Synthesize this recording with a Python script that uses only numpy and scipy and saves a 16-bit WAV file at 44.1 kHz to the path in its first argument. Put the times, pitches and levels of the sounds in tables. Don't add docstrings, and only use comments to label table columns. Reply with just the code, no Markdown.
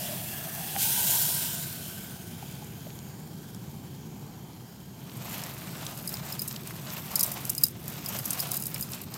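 import sys
import numpy as np
from scipy import signal
from scipy.fft import rfft, irfft, next_fast_len
from scipy.io import wavfile
from scipy.ndimage import uniform_filter1d, map_coordinates

SR = 44100
rng = np.random.default_rng(int(sys.argv[2]) if len(sys.argv) > 2 else 0)


def dump(signal):
    limited = np.clip(np.atleast_2d(signal).T, -1, 1)
    pcm = np.round(limited * 32767).astype(np.int16)
    wavfile.write(sys.argv[1], SR, pcm)


N = 404397
TOP_HZ = 15850


def amp(db):
    return 10 ** (np.asarray(db) / 20)


def unit(x):
    return x / np.sqrt(np.mean(x ** 2) + 1e-20)


def along(points, hz):
    f, v = np.transpose(points)
    return np.interp(np.log(hz + 1), np.log(f + 1), v)


def curves(rows, outside=None):
    s, *cols = np.transpose(rows)
    return [np.interp(np.arange(N) / SR, s, c, outside, outside) for c in cols]


def wobble(rate):
    knots = rng.standard_normal(int(N * rate / SR) + 4)
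    return map_coordinates(knots, [np.arange(N) * rate / SR])


def filtered(x, response):
    m = next_fast_len(N + 8192)
    return irfft(rfft(x, m) * response(np.fft.rfftfreq(m, 1 / SR)), m)[..., :N]


def fizz(grain_db, clump_db, patchy_db):
    bursts = rng.standard_normal(N) * amp(grain_db * wobble(1500) + clump_db * wobble(70))
    z = signal.stft(bursts, nperseg=512)[2]
    field = uniform_filter1d(rng.standard_normal(z.shape), 8, 0)
    field = uniform_filter1d(field, 30, 1)
    return signal.istft(z * amp(patchy_db * unit(field)), nperseg=512)[1][:N]


def burst(db, hz, t60):
    b, a = signal.butter(2, [hz / 1.74, min(hz * 1.55, 16000)], "bandpass", fs=SR)
    decay = amp(-60 * np.arange(SR // 20) / SR / t60)
    x = signal.lfilter(b, a, decay * rng.standard_normal(SR // 20))
    return amp(db) * x / abs(x).max()


# [t/s, level/dB]
STEAM = [(0, -36), (.5, -39.5), (.77, -35.5), (.81, -27.5), (.96, -30), (1.08, -28), (1.21, -28),
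         (1.6, -36), (2.2, -47.5), (3, -52), (4.2, -55.5), (4.85, -56), (5.3, -57)]
# [t/s, state: 0 bare, 1 can in its mouth, 2 filled]
POT_FILL = [(0, 0), (.7, 0), (.8, 1), (1.7, 1), (2.4, 1.6), (4, 2)]
# [f/Hz, width/Hz, relative level/dB]
BARE_POT = [(749, 360, 0), (1700, 160, -1), (2740, 270, -6), (3358, 220, -5.5), (8820, 1240, -6.5),
            (11000, 1100, -6), (13700, 1600, -1)]
CANNED_POT = [(661, 87, 0.5), (1530, 99, 1), (3140, 400, -10), (7150, 130, -9.5), (14190, 680, -3.5)]
FILLED_POT = [(810, 280, 11), (1580, 110, 1.5), (2310, 380, 0), (3170, 230, 5.5), (4567, 1900, 0),
              (6700, 330, 3.5), (7350, 230, -0.5), (13500, 1200, 2)]
# [f/Hz, relative level/dB]
POT_FLOORS = [
    [(500, -18), (2100, -12), (6000, -9), (15000, -18)],
    [(500, -9), (2000, -15.5), (6000, -11), (12500, -9.5), (15500, -17)],
    [(500, -12), (2000, -18), (8000, -6), (15500, -6)],
]
HOLLOW_DB, HOLLOW_GROWS = -35, 0.39
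BRIGHT_FROM_DB, BRIGHTENS = -36.5, 0.43


def sizzle():
    steam_db, = curves(STEAM, outside=-140)
    hollow_db = HOLLOW_DB + HOLLOW_GROWS * steam_db
    fill, = curves(POT_FILL)
    bubbles = fizz(grain_db=1.0, clump_db=0.75, patchy_db=1.5)
    out = 0

    def low(hz):
        return 1 / (1 + (hz / 2100) ** 8)

    for state, (modes, floor) in enumerate(zip((BARE_POT, CANNED_POT, FILLED_POT), POT_FLOORS)):
        def pot(hz):
            power = sum(amp(2 * db) / (1 + (2 * (hz - c) / w) ** 2) for c, w, db in modes)
            return np.sqrt(power + amp(2 * along(floor, hz)))

        hollow = filtered(bubbles, lambda hz: pot(hz) * low(hz) / (1 + (450 / (hz + 1)) ** 6))
        steam = filtered(bubbles, lambda hz: pot(hz) * (1 - low(hz)) * (hz < TOP_HZ))
        share = np.clip(1 - abs(fill - state), 0, 1)
        out = out + share * (amp(steam_db) * unit(steam) + amp(hollow_db) * unit(hollow))
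    treble = filtered(out, lambda hz: 1 / (1 + (8000 / (hz + 1)) ** 4))
    extra_treble = amp(BRIGHTENS * np.maximum(steam_db - BRIGHT_FROM_DB, 0)) - 1
    return out + extra_treble * treble


# [t/s, note level/dB, starting f/Hz]
LUMPS = [(.7535, -25.5, 800), (.763, -17.5, 740), (2.426, -25.5, 790), (2.623, -30, 800), (2.868, -29, 604)]
PLOP_T60_S = 0.026
SLAP_DB, SLAP_GROWS = 20.5, 2.35


def food():
    out, t = np.zeros(N + SR), np.arange(SR // 20) / SR
    for s, db, hz in LUMPS:
        envelope = amp(db - 60 * t / PLOP_T60_S) * (1 - np.exp(-t / 0.002))
        note = envelope * np.sin(2 * np.pi * hz * t * (1 + 2.6 * t))
        slap = burst(SLAP_DB + SLAP_GROWS * db, 2300, t60=0.0099)
        out[round(s * SR):][:len(t)] += note + slap
    return out[:N]


# [t/s, peak level/dB, centre f/Hz]
BUBBLE_BURSTS = [(2.5132, -33, 13500), (2.645, -32, 9000), (2.904, -35, 3500), (2.99, -33, 5200),
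                 (3.5474, -32, 8000)]
SIMMER, SIMMER_DB = 120, 7.5


def spits():
    out, when = np.zeros(N + SR), rng.uniform(1.8, 5.2, SIMMER)
    size, pitch = rng.standard_normal((SIMMER, 2)).T
    steam_db = curves(STEAM)[0][(when * SR).astype(int)]
    centre = np.clip(11000 * np.exp(.3 * pitch), 900, 14000)
    simmering = zip(when, steam_db + SIMMER_DB + 3 * size, centre)
    for s, db, hz in [*BUBBLE_BURSTS, *simmering]:
        out[round(s * SR):][:SR // 20] += burst(db, hz, t60=0.0079)
    return out[:N]


# [t/s, f/Hz, mean level/dB]
CAN_NOTE = [(0, 642, -45.5), (.4, 689, -52), (.76, 773, -49), (.9, 890, -45), (1.3, 927, -48),
            (1.75, 944, -59)]


def can():
    hz, db = curves(CAN_NOTE, outside=-120)
    turn = 2 * np.pi * np.cumsum(hz) / SR
    level = amp(db + 3.6 * wobble(21.8))
    narrow = wobble(190) * np.cos(turn) + wobble(190) * np.sin(turn)
    return level * unit(narrow)


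# [peak t/s, level of the crumbs' rush/dB, length/s]
PACKET_SHAKES = [(5.346, -40.5, 0.27), (5.734, -47, 0.29), (5.873, -45, 0.41), (6.125, -45.5, 0.075),
                 (6.282, -41.5, 0.11), (6.53, -46.5, 0.1), (6.7, -46.5, 0.28), (6.9, -45, 0.14),
                 (6.983, -44.5, 0.05), (7.118, -44.5, 0.23), (7.28, -42.5, 0.38), (7.935, -42.5, 0.15),
                 (8.143, -40.5, 0.14), (8.37, -39, 0.2), (8.522, -40, 0.033), (8.746, -46.5, 0.17),
                 (8.94, -44, 0.12), (9.16, -44, 0.095)]
EDGE_DB, RISE_SHARE = 5.5, 0.37


def sliding_db(t):
    power = 0
    for s, db, length in PACKET_SHAKES:
        away = np.maximum((s - t) / RISE_SHARE, (t - s) / (1 - RISE_SHARE)) / length
        power = power + amp(2 * (db - EDGE_DB * away))
    return 10 * np.log10(power)


# [f/Hz, relative density level/dB]
RUSH_COLOUR = [(300, -22), (631, -3.5), (1050, -6), (1890, -11), (2500, -9.5), (8000, -16.5), (12000, -42)]
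PATTER_COLOUR = [(2500, -16.5), (4500, -8.5), (7000, -3), (10000, -2.5), (14300, 6), (15800, -6)]
# [t/s, peak level/dB, extra ring of the modes near 5 kHz/dB]
WALL_HITS = [(5.9744, -25, -6), (6.0752, -15, 3), (6.0911, -19.5, -3), (6.1394, -18, 17.5),
             (6.323, -19.5, 25), (6.393, -14.5, 10.5), (6.4184, -14.5, -3), (6.4774, -19, -28),
             (6.4818, -14, -9), (6.673, -21, -17), (7.1558, -8, -6), (7.1624, -15, 2), (7.1933, -9, -3),
             (7.2003, -16, -6), (7.208, -6, -5), (7.23, -8, -9), (7.2333, -8.5, -12), (7.2438, -18, -4),
             (7.2616, -12.5, -18), (7.3167, -16, -16), (7.452, -17.5, -26), (7.4952, -9.5, -20.5),
             (7.55, -20, -22), (7.58, -14, -1), (7.6114, -25, 3.5), (7.636, 1.5, -3.5), (7.653, -17, -14),
             (7.6652, -20.5, -2), (7.6834, -22, -14), (7.88, -18.5, -15.5), (8.0601, -17, 3),
             (8.0874, -18.5, -3), (8.188, -17, -8), (8.2547, -13, -29), (8.2583, -15, -20),
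             (8.3055, -7.5, -9), (8.331, -13.5, -8), (8.3934, -16, 2), (8.4009, -13.5, 5),
             (8.4045, -15, -8), (8.47, -21.5, -8), (8.516, -10, -12), (8.5344, -18, -11), (8.542, -17, -5),
             (8.5544, -19, -7), (8.5679, -10.5, -7.5), (8.5989, -25, -8), (8.623, -17, -10),
             (8.6357, -19.5, -11), (8.656, -17, -9), (8.667, -15, -22), (8.743, -14.5, 4),
             (8.7815, -28, -20), (8.7945, -27, -20), (8.81, -14, -16), (8.8257, -14.5, 1),
             (8.9184, -22, -8), (9.015, -23, -28)]
PATTER_DB = -1
SPRAY_DB, SPRAY_GROWS = -38, 0.43
SPRAY_S, SPRAY_LAG_S = 0.019, 0.019


def packet():
    t = np.arange(0, N, 32) / SR
    spray_power = 0
    for s, db, _ in WALL_HITS:
        swell = np.exp(-((t - s - SPRAY_LAG_S) / SPRAY_S) ** 2)
        spray_power = spray_power + amp(2 * (SPRAY_DB + SPRAY_GROWS * db)) * swell
    now = np.arange(N) / SR
    slide = np.interp(now, t, amp(sliding_db(t)))
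    spray = np.interp(now, t, np.sqrt(spray_power))
    rush = filtered(fizz(grain_db=2.0, clump_db=1.73, patchy_db=1.0),
                    lambda hz: amp(along(RUSH_COLOUR, hz)))
    patter = filtered(fizz(grain_db=4.5, clump_db=2.0, patchy_db=1.9),
                      lambda hz: amp(along(PATTER_COLOUR, hz)) * (hz < TOP_HZ))
    return slide * unit(rush) + np.hypot(amp(PATTER_DB) * slide, spray) * unit(patter)


# [f/Hz, relative level/dB, t60/s]
WALL_MODES = [(2783, -1, 0.064), (3908, -4.5, 0.069), (4990, 2.5, 0.029), (5300, -4.5, 0.037),
              (6020, -18, 0.034), (6930, -11, 0.028), (8290, -6, 0.025), (11150, -14.5, 0.0068),
              (11400, -4, 0.017), (12810, -3.5, 0.013), (14470, -0.5, 0.011)]


def ticks():
    out, t = np.zeros(N + SR), np.arange(SR // 12) / SR
    hz, level, t60 = (c[:, None] for c in np.transpose(WALL_MODES))
    small = signal.butter(8, 4650, "highpass", fs=SR, output="sos")
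    for s, db, ring_db in WALL_HITS:
        strength = level + rng.normal(0, 2.6, hz.shape) + np.where(abs(hz - 5000) < 500, ring_db, 0)
        spot = hz * (1 + 0.0052 * rng.standard_normal(hz.shape))
        wall = (amp(strength - 60 * t / t60) * np.sin(2 * np.pi * spot * t)).sum(0)
        noise = rng.standard_normal(len(t))
        uneven_db = 4.8 * np.repeat(rng.standard_normal(len(t)), 40)[:len(t)]
        contact = noise * amp(uneven_db - 60 * t / 0.018) * (1 - np.exp(-t / 0.000095))
        chatter = np.diff(contact, prepend=0)
        ringing = signal.fftconvolve(chatter, wall)[:len(t)]
        whole = unit(ringing) + amp(3.5) * unit(chatter)
        tick = signal.sosfilt(small, whole) + amp(-18) * whole
        out[round(s * SR):][:len(t)] += amp(db) * tick / abs(tick).max()
    return out[:N]


# [t/s, peak level/dB, centre f/Hz]
CREASES = [(5.437, -22, 6960), (5.0956, -37, 3100), (5.8656, -22.5, 4860), (6.17, -27, 4730),
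           (6.5106, -28, 4620), (6.562, -24, 4600), (6.903, -25.5, 5000), (6.707, -28, 1770),
           (8.761, -26, 2430), (8.934, -22.5, 5030), (9.1403, -22.5, 7100)]
CRACKLES = 90
CRACKLE_DB, CRACKLE_SPREAD_DB, CRACKLE_HZ = 7, 2.2, 3480


def snaps():
    out = np.zeros(N + SR)
    when = rng.uniform(5, N / SR, CRACKLES)
    size, pitch = rng.standard_normal((CRACKLES, 2)).T
    peak_db = sliding_db(when) + CRACKLE_DB + CRACKLE_SPREAD_DB * size
    centre = np.clip(CRACKLE_HZ * np.exp(.45 * pitch), 900, 9000)
    for s, db, hz in [*CREASES, *zip(when, peak_db, centre)]:
        out[round(s * SR):][:SR // 20] += burst(db, hz, t60=.015)
    return out[:N]


# [t/s, mean level/dB]
BURNER_LEVEL = [(0, -42.5), (4.3, -42), (4.75, -46.5), (5.2, -42), (9.17, -41.5)]
# [f/Hz, relative density level/dB]
ROAR_COLOUR = [(30, -64), (46, -23.5), (141, -1.5), (216, -7.5), (249, -13.5), (382, -16.5), (560, -28.5),
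               (900, -55)]


def burner():
    roar = filtered(rng.standard_normal(N), lambda hz: amp(along(ROAR_COLOUR, hz)))
    return amp(curves(BURNER_LEVEL)[0] + 0.22 * wobble(6)) * unit(roar)


def scene():
    mix = burner() + sizzle() + food() + spits() + packet() + snaps() + ticks() + can()
    return np.tile(mix, (2, 1))


def record(dry):
    return filtered(dry, lambda hz: hz < TOP_HZ)


dry = scene()
out = record(dry)
dump(out)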